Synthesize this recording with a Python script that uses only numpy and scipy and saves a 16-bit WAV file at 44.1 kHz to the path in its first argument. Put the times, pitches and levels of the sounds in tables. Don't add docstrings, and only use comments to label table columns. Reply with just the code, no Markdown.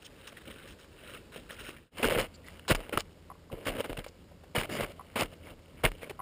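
import sys
import numpy as np
from scipy import signal
from scipy.io import wavfile
from scipy.ndimage import uniform_filter1d

SR = 44100
rng = np.random.default_rng(int(sys.argv[2]) if len(sys.argv) > 2 else 0)


def generate_wav(sig):
    pcm = np.round(np.clip(np.atleast_2d(sig).T, -1, 1) * 32767).astype(np.int16)
    wavfile.write(sys.argv[1], SR, pcm)


N = 274081
TIME_S = np.arange(N) / SR

# start_s, length_s, level_db, level_change_db, dull_offset_db
CRUNCH_BURSTS = [(1.968, 0.066, -45, 2, 1.5), (2.027, 0.067, -25, -16, 3), (2.102, 0.047, -33, -2, 2.5),
                 (2.15, 0.029, -37.5, -2, 7.5), (2.175, 0.0406, -33, 1, 0), (2.217, 0.049, -36, -13, 2),
                 (2.458, 0.15, -55.5, -8.5, -5.5), (2.679, 0.018, -33, -4.5, -13),
                 (2.694, 0.02, -29.5, 6, -0.5), (2.706, 0.023, -19.5, -11.5, -1.5),
                 (2.749, 0.0083, -25.5, -14, -7), (2.76, 0.17, -47.5, -15, 3),
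                 (2.925, 0.051, -30.5, -23.5, 3.5), (2.971, 0.01, -31.5, 3.5, 8.5),
                 (2.985, 0.026, -41, 1.5, -8.5), (3.514, 0.043, -51, -3.5, 13),
                 (3.554, 0.097, -58, -1, 7.5), (3.65, 0.019, -45, 3, -6), (3.664, 0.045, -33, -6.5, 2),
                 (3.708, 0.072, -46, -2.5, 6), (3.779, .036, -45, 10, 4), (3.841, 0.024, -37, -8.5, 2.5),
                 (3.894, 0.029, -41.5, -17.5, 11), (3.968, 0.012, -37.5, -6.5, -2),
                 (3.984, 0.043, -40.5, -24, 4), (4.041, 0.018, -38, -29, -16),
                 (4.063, 0.063, -51, -24.5, -5), (4.549, .069, -28, -9, -3.5), (4.62, 0.038, -41, -4, 2.5),
                 (4.69, 0.12, -43.5, 3.5, 3.5), (4.805, 0.045, -34, -5.5, 1.5), (4.848, 0.023, -45, -7, 1),
                 (4.87, 0.052, -55.5, 2.5, 4), (5.156, 0.043, -31, -8, -0.5), (5.185, 0.028, -36.5, 13, -4),
                 (5.215, 0.022, -29.5, -5.5, 0.5), (5.238, 0.028, -45.5, -3.5, 4),
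                 (5.322, 0.019, -52.5, -6.5, 5.5), (5.42, 0.049, -62, 5, 3), (5.465, 0.075, -52, -7.5, 4.5),
                 (5.835, 0.029, -25, -1, 1.5), (5.867, 0.023, -37, -8, 0.5), (6.016, 0.032, -54.5, -15, 13),
                 (6.042, 0.042, -54.5, -8, 3), (6.096, 0.016, -43, -3.5, 5.5)]
# time_s, level_db
LOOSE_SNOW = [(1.905, -96), (1.925, -65.5), (1.96, -56), (2.3, -64), (2.7, -65.5), (3.05, -67.5),
              (3.5, -72.5), (3.85, -53.5), (4.1, -70.5), (4.5, -71), (4.68, -56.5), (4.97, -64), (5.3, -62),
              (5.55, -70.5), (5.82, -61), (6.0, -62.5), (6.21, -67)]
# pitch_hz, level_db
SNOW_CASE_TONE = [(450, -14.5), (800, -8), (1300, -6.5), (1900, -9.5), (2230, -5), (2480, -10.5),
                  (2900, -4.5), (3300, -11.5), (4000, -16), (4650, -19), (5100, -16), (5600, -20.5),
                  (6000, -26.5), (7500, -73)]
# pitch_hz, level_db
DULL_TONE = [(45, -35), (90, -1), (150, -5.5), (260, 0), (380, -1.5), (500, 3.5), (620, 0.5), (720, -7),
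             (850, -15), (1200, -36)]
# start_s, level_db, pitch_hz, ring_s
RINGING_TICKS = [(0.3232, -44, 480, 0.012), (0.845, -40.5, 1570, 0.0059), (1.097, -34.5, 519, 0.012),
                 (1.3608, -28, 480, 0.012), (1.6886, -30, 387, 0.022), (1.605, -35, 2920, .008),
                 (2.0303, -15, 2560, 0.01), (2.0439, -14.5, 1530, 0.015), (2.06, -16, 2500, 0.0065),
                 (2.075, -18, 2880, 0.0076), (2.0855, -16.5, 556, 0.011), (2.098, -17, 2770, 0.0073),
                 (2.103, -14, 546, 0.0042), (2.15, -18, 530, 0.021), (2.176, -26, 1500, 0.0048),
                 (2.187, -14.5, 480, .012), (2.199, -20, 3020, .012), (2.484, -32, 1990, 0.014),
                 (2.5953, -31, 2820, 0.0055), (2.7489, -10.5, 590, 0.0033), (2.7605, -27, 4860, 0.0079),
                 (2.8042, -26, 511, 0.0044), (2.8105, -32, 600, 0.0044), (2.8943, -24, 452, 0.0068),
                 (2.9748, -8, 1310, 0.0094), (3.528, -29, 420, 0.013), (3.684, -15.5, 570, 0.0082),
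                 (3.805, -19.5, 508, 0.022), (3.843, -25, 597, 0.011), (3.896, -27.5, 480, 0.016),
                 (3.9299, -21.5, 413, 0.0081), (4.0639, -30.5, 540, 0.021), (4.554, -26, 2270, 0.016),
                 (4.563, -17, 2970, 0.018), (4.613, -17, 1500, .005), (4.624, -32, 520, .01),
                 (4.634, -22, 2380, 0.0074), (4.7205, -31, 2820, 0.0065), (4.752, -23, 600, 0.009),
                 (4.786, -31, 2900, 0.0053), (4.807, -21, 560, 0.0045), (4.836, -21, 520, .01),
                 (5.1596, -21.5, 1000, 0.021), (5.183, -29, 2200, 0.0065), (5.47, -36.5, 2150, 0.013),
                 (5.9177, -24.5, 471, 0.0043), (5.9509, -38.5, 487, 0.024), (6.0315, -26.5, 506, 0.015),
                 (6.0745, -33, 433, 0.013)]
# start_s, shudder_db, thud_db
BOOT_THUMPS = [(2.05, -28, -23), (2.164, -29.5, -21), (2.714, -26.5, -10), (2.746, -31, -36),
               (2.943, -36, -40), (3.531, -39, -24.5), (3.686, -32.5, -31), (3.902, -33.5, -26.5),
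               (3.983, -37.5, -24), (4.578, -34, -16), (4.817, -37, -28), (5.227, -37.5, -26),
               (5.844, -22, -14.5)]
# start_s, length_s, level_db, pitch_hz, width_hz
RINGING_SCRAPES = [(0.042, 0.033, -51, 3120, 400), (0.047, 0.023, -52, 5500, 400),
                   (2.339, 0.027, -55.5, 4540, 497), (2.433, 0.081, -59, 1990, 200),
                   (4.312, 0.017, -54, 585, 60), (4.434, 0.017, -53.5, 517, 199),
                   (3.662, .03, -61, 4840, 700), (4.081, .012, -53, 5160, 700),
                   (4.698, .16, -50.5, 4900, 500), (6.012, 0.042, -48.5, 2220, 300),
                   (6.095, 0.0071, -42, 2290, 593), (6.101, 0.016, -41.5, 500, 100)]
# start_s, level_db
BUCKLE_CLICKS = [(3.301, -35), (3.315, -37), (3.353, -49.5), (3.5, -43), (4.995, -34.5), (5.009, -37.5),
                 (6.192, -31.5), (6.201, -29)]
# pitch_hz, offset_db, ring_s
BUCKLE_NOTES = [(1060, 8, .016), (800, -5, .04), (2000, -12, .015)]
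# start_s, length_s, level_db, level_change_db, dull_offset_db
CLOTH_RUBS = [(.018, 0.016, -57, 0, -18), (.269, 0.032, -41.5, -15.5, -16.5), (.318, 0.013, -55, 5, 0.5),
              (.366, 0.025, -51, -4, -2.5), (.405, 0.016, -59, 8.5, 0), (.453, 0.016, -56, -5, -10),
              (.473, 0.021, -42, -13.5, 1), (.499, 0.052, -45, -20.5, -1.5), (.675, 0.06, -57, -7, -23),
              (.785, 0.075, -59, -3.5, -9.5), (1.088, 0.05, -54, -4, -4), (1.135, 0.044, -47, -8, -3.5),
              (1.318, 0.059, -52, 0.5, -4), (1.361, 0.078, -44, -26, 1), (1.49, 0.022, -52.5, 9.5, -5),
              (1.513, 0.038, -46, -11, -7), (1.586, 0.092, -46.5, -8, -7),
              (1.668, 0.027, -53.5, 11.5, -10.5), (1.698, 0.017, -44.5, -15, -5),
              (1.766, 0.034, -52, -28, -1)]
# time_s, level_db
SOFT_RUSTLE = [(0, -66), (.08, -65), (.25, -56), (.31, -65), (.55, -57), (.7, -54.5), (.75, -67.5),
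               (.9, -69), (1.08, -51), (1.2, -60.5), (1.31, -70), (1.46, -63), (1.56, -56.5), (1.75, -57),
               (1.83, -67), (1.89, -79), (1.905, -92)]
# pitch_hz, level_db
CLOTH_CASE_TONE = [(500, -28), (800, -10), (1100, -6), (1450, 0.5), (2000, -3), (2500, -2), (2950, 0.5),
                   (3400, -6.5), (3900, -4), (4500, -17), (5400, -4.5), (6000, -15), (7500, -67)]
# time_s, level_db
WIND_LEVELS = [(0, -63.5), (.9, -65), (1.17, -60.5), (1.4, -62), (1.9, -58), (3.6, -62), (6.21, -58)]
# pitch_hz, level_db
AIR_TONE = [(12, -43), (35, -1.5), (76, -0.5), (128, -4.5), (375, -8.5), (576, -11.5), (714, -19.5),
            (996, -20), (2190, -27.5), (2520, -28), (2980, -27.5), (5160, -26.5), (5950, -33), (7740, -58),
            (13100, -120)]
# pitch_hz, level_db
HUM_NOTES = [(83, -59.5), (167, -65)]
# time_s, gain_db
BACKGROUND_FADE = [(1.74, 5), (1.86, -3.5), (1.905, -27), (1.93, -7), (1.99, 2)]


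def crunch():
    crackle, dull, fizz = burst_gains(CRUNCH_BURSTS, LOOSE_SNOW, fizz_db=-12.5,
                                      bed_dull_db=2, bed_fizz_db=-13)
    breaks = grains(per_s=6000, spread_db=2.5, clump_db=2.0, mush=0.84, cycles=3.6)
    lumps = grains(per_s=5000, spread_db=2.0, clump_db=2.0, mush=0.53, cycles=4.4)
    dull = uniform_filter1d(dull, size=200)
    return (crackle * colour(breaks, SNOW_CASE_TONE, high_hz=3330)
            + fizz * colour(breaks, SNOW_CASE_TONE, low_hz=4010)
            + dull * colour(lumps, DULL_TONE))


def ringing_ticks():
    rings, kicks, spray_gain = np.zeros((3, N))
    t = np.arange(300) / SR
    signs = np.sign(rng.standard_normal(len(RINGING_TICKS)))
    for (start_s, level_db, pitch_hz, ring_s), sign in zip(RINGING_TICKS, signs):
        add(rings, start_s, ring(level_db, pitch_hz, ring_s, rise_s=0.00049))
        add(kicks, start_s, [sign * gain_of(level_db)])
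        add(spray_gain, start_s, gain_of(level_db - 60 * t / 0.023))
    cracks = np.sqrt(np.mean(kicks ** 2)) * colour(kicks, SNOW_CASE_TONE, high_hz=3850)
    spray = spray_gain * colour(rng.standard_normal(N), SNOW_CASE_TONE)
    return rings + gain_of(3) * cracks + gain_of(-18.5) * spray


def boot_thumps():
    out = np.zeros(N)
    for start_s, shudder_db, thud_db in BOOT_THUMPS:
        add(out, start_s, ring(thud_db, pitch_hz=130.4, ring_s=0.03, rise_s=0.0015))
        add(out, start_s + 0.0072, ring(shudder_db, pitch_hz=34.5, ring_s=0.22, rise_s=0.0052))
    return out


def scrapes():
    out = np.zeros(N)
    for start_s, length_s, level_db, pitch_hz, width_hz in RINGING_SCRAPES:
        rub = rng.standard_normal(4000) * gain_of(0.73 * rng.standard_normal(4000))
        resonance = signal.iirpeak(pitch_hz, pitch_hz / width_hz, SR)
        ringing = signal.lfilter(*resonance, rub)[-round(length_s * SR):]
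        soft_ends = signal.windows.tukey(len(ringing), 0.4)
        add(out, start_s, gain_of(level_db) * unit_level(ringing) * soft_ends)
    return out


def buckle():
    knocks = np.zeros(N)
    for start_s, level_db in BUCKLE_CLICKS:
        for pitch_hz, offset_db, ring_s in BUCKLE_NOTES:
            add(knocks, start_s, ring(level_db + offset_db, pitch_hz, ring_s, rise_s=0.0013))
    bounces = np.zeros(N)
    add(bounces, start_s=0.007, sound=gain_of(-9.5) * knocks)
    return knocks + bounces


def clothing():
    bright, dull, fizz = burst_gains(CLOTH_RUBS, SOFT_RUSTLE, fizz_db=-13,
                                     bed_dull_db=-5, bed_fizz_db=-18.5)
    fibres = grains(per_s=4000, spread_db=3.0, clump_db=1.0, mush=1.0, cycles=6.5)
    return (bright * colour(fibres, CLOTH_CASE_TONE, high_hz=3680)
            + fizz * colour(fibres, CLOTH_CASE_TONE, low_hz=3550)
            + dull * colour(fibres, DULL_TONE, low_hz=119))


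def wind():
    gusts_db = np.interp(TIME_S, *np.transpose(WIND_LEVELS)) + 2 * wobble(samples=2500)
    rumble = gain_of(gusts_db) * colour(rng.standard_normal(N), AIR_TONE, high_hz=300)
    hiss = gain_of(-64) * colour(rng.standard_normal(N), AIR_TONE, low_hz=300)
    return rumble + hiss


def far_hum():
    wavers = unit_level(uniform_filter1d(rng.standard_normal((len(HUM_NOTES), N)), size=3000))
    hum = sum(gain_of(level_db + 0.8 * waver) * np.sin(2 * np.pi * pitch_hz * TIME_S)
              for (pitch_hz, level_db), waver in zip(HUM_NOTES, wavers))
    return hum * (TIME_S > 1.9)


def grains(per_s, spread_db, clump_db, mush, cycles):
    sizes = gain_of(spread_db * np.minimum(rng.exponential(1, N), 4))
    kicks = sizes * np.sign(rng.standard_normal(N)) * (rng.random(N) < per_s / SR)
    pitches_hz = np.geomspace(90, 6000, num=22)
    pitch_index = rng.integers(0, len(pitches_hz), N)
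    patches = unit_level(uniform_filter1d(rng.standard_normal((len(pitches_hz), N // 128 + 1)), size=8))
    kicks *= gain_of(3.45 * patches[pitch_index, np.arange(N) // 128])
    t, ticks = np.arange(2048) / SR, np.zeros(N)
    for index, hz in enumerate(pitches_hz):
        tick = hz * np.exp(-3 * hz * t / cycles) * np.cos(2 * np.pi * hz * t)
        ticks += signal.oaconvolve(kicks * (pitch_index == index), tick)[:N]
    clumps = gain_of(clump_db * wobble(samples=90))
    return (unit_level(ticks) + mush * rng.standard_normal(N)) * clumps


def burst_gains(bursts, bed, fizz_db, bed_dull_db, bed_fizz_db):
    rise_s, crumble_s, crumble_share, usual_db = 0.0015, 0.0066, 0.37, -39
    bed_db = np.interp(TIME_S, *np.transpose(bed), left=-200, right=-200)
    power = gain_of([bed_db, bed_db + bed_dull_db, bed_db + bed_fizz_db]) ** 2
    for start_s, length_s, level_db, change_db, dull_db in bursts:
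        times = TIME_S[round(start_s * SR):round((start_s + length_s) * SR)]
        progress = np.clip((times - start_s) / length_s, 0, 1)
        main_db = level_db + change_db * progress - 20 * np.exp(-progress * length_s / rise_s)
        fizz_offset_db = fizz_db - 0.55 * dull_db - 0.039 * (level_db - usual_db)
        burst_power = gain_of([main_db, main_db + dull_db, main_db + fizz_offset_db]) ** 2
        add(power.T, start_s, burst_power.T)
    gains = np.sqrt(power)
    decay = np.exp(-1 / (crumble_s * SR))
    crumbling = signal.lfilter([1 - decay], [1, -decay], gains)
    return uniform_filter1d(np.maximum(gains, crumble_share * crumbling), size=30)


def ring(level_db, pitch_hz, ring_s, rise_s):
    t = np.arange(round(ring_s * SR) + 1) / SR
    loudness = gain_of(level_db - 60 * t / ring_s) * (1 - np.exp(-t / rise_s))
    return loudness * np.sin(2 * np.pi * pitch_hz * t)


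def colour(sound, tone, low_hz=0, high_hz=SR):
    hz = abs(np.fft.fftfreq(8192, 1 / SR))
    tone_hz, tone_db = np.transpose(tone)
    shape_db = np.interp(np.log(hz + 1), np.log(tone_hz + 1), tone_db, left=-70, right=-70)
    shape_db -= 10 * np.log10(1 + (low_hz / (hz + 1)) ** 12)
    shape_db -= 10 * np.log10(1 + (hz / high_hz) ** 12)
    log_gain = np.log(gain_of(np.maximum(shape_db, -100)))
    response = np.exp(np.conj(signal.hilbert(log_gain)))
    taps = np.fft.ifft(response).real[:4096]
    return unit_level(signal.oaconvolve(sound, taps)[:N])


def wobble(samples):
    return unit_level(uniform_filter1d(uniform_filter1d(rng.standard_normal(N), samples), samples))


def gain_of(db):
    return 10 ** (np.asarray(db) / 20)


def unit_level(sound):
    return sound / np.sqrt(np.mean(sound ** 2) + 1e-20)


def add(mix, start_s, sound):
    start = round(start_s * SR)
    mix[start:start + len(sound)] += sound[:len(mix) - start]


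def scene():
    nearby = crunch() + ringing_ticks() + scrapes() + buckle() + boot_thumps() + clothing()
    fade = gain_of(np.interp(TIME_S, *np.transpose(BACKGROUND_FADE)))
    return (nearby + fade * (wind() + far_hum()))[None]


def record(dry):
    camera_rate_hz, repeats, top_hz = 12000, 4, 15400
    coarse = signal.resample_poly(dry, camera_rate_hz, SR, axis=1, window=("kaiser", 8))
    repeated = np.repeat(coarse, repeats, axis=1)
    held = signal.resample_poly(repeated, SR, camera_rate_hz * repeats, axis=1)[:, :N]
    top_cut = signal.firwin(161, top_hz, window=("kaiser", 7), fs=SR)
    return signal.oaconvolve(held, top_cut[None], "same")


dry = scene()
out = record(dry)
generate_wav(out)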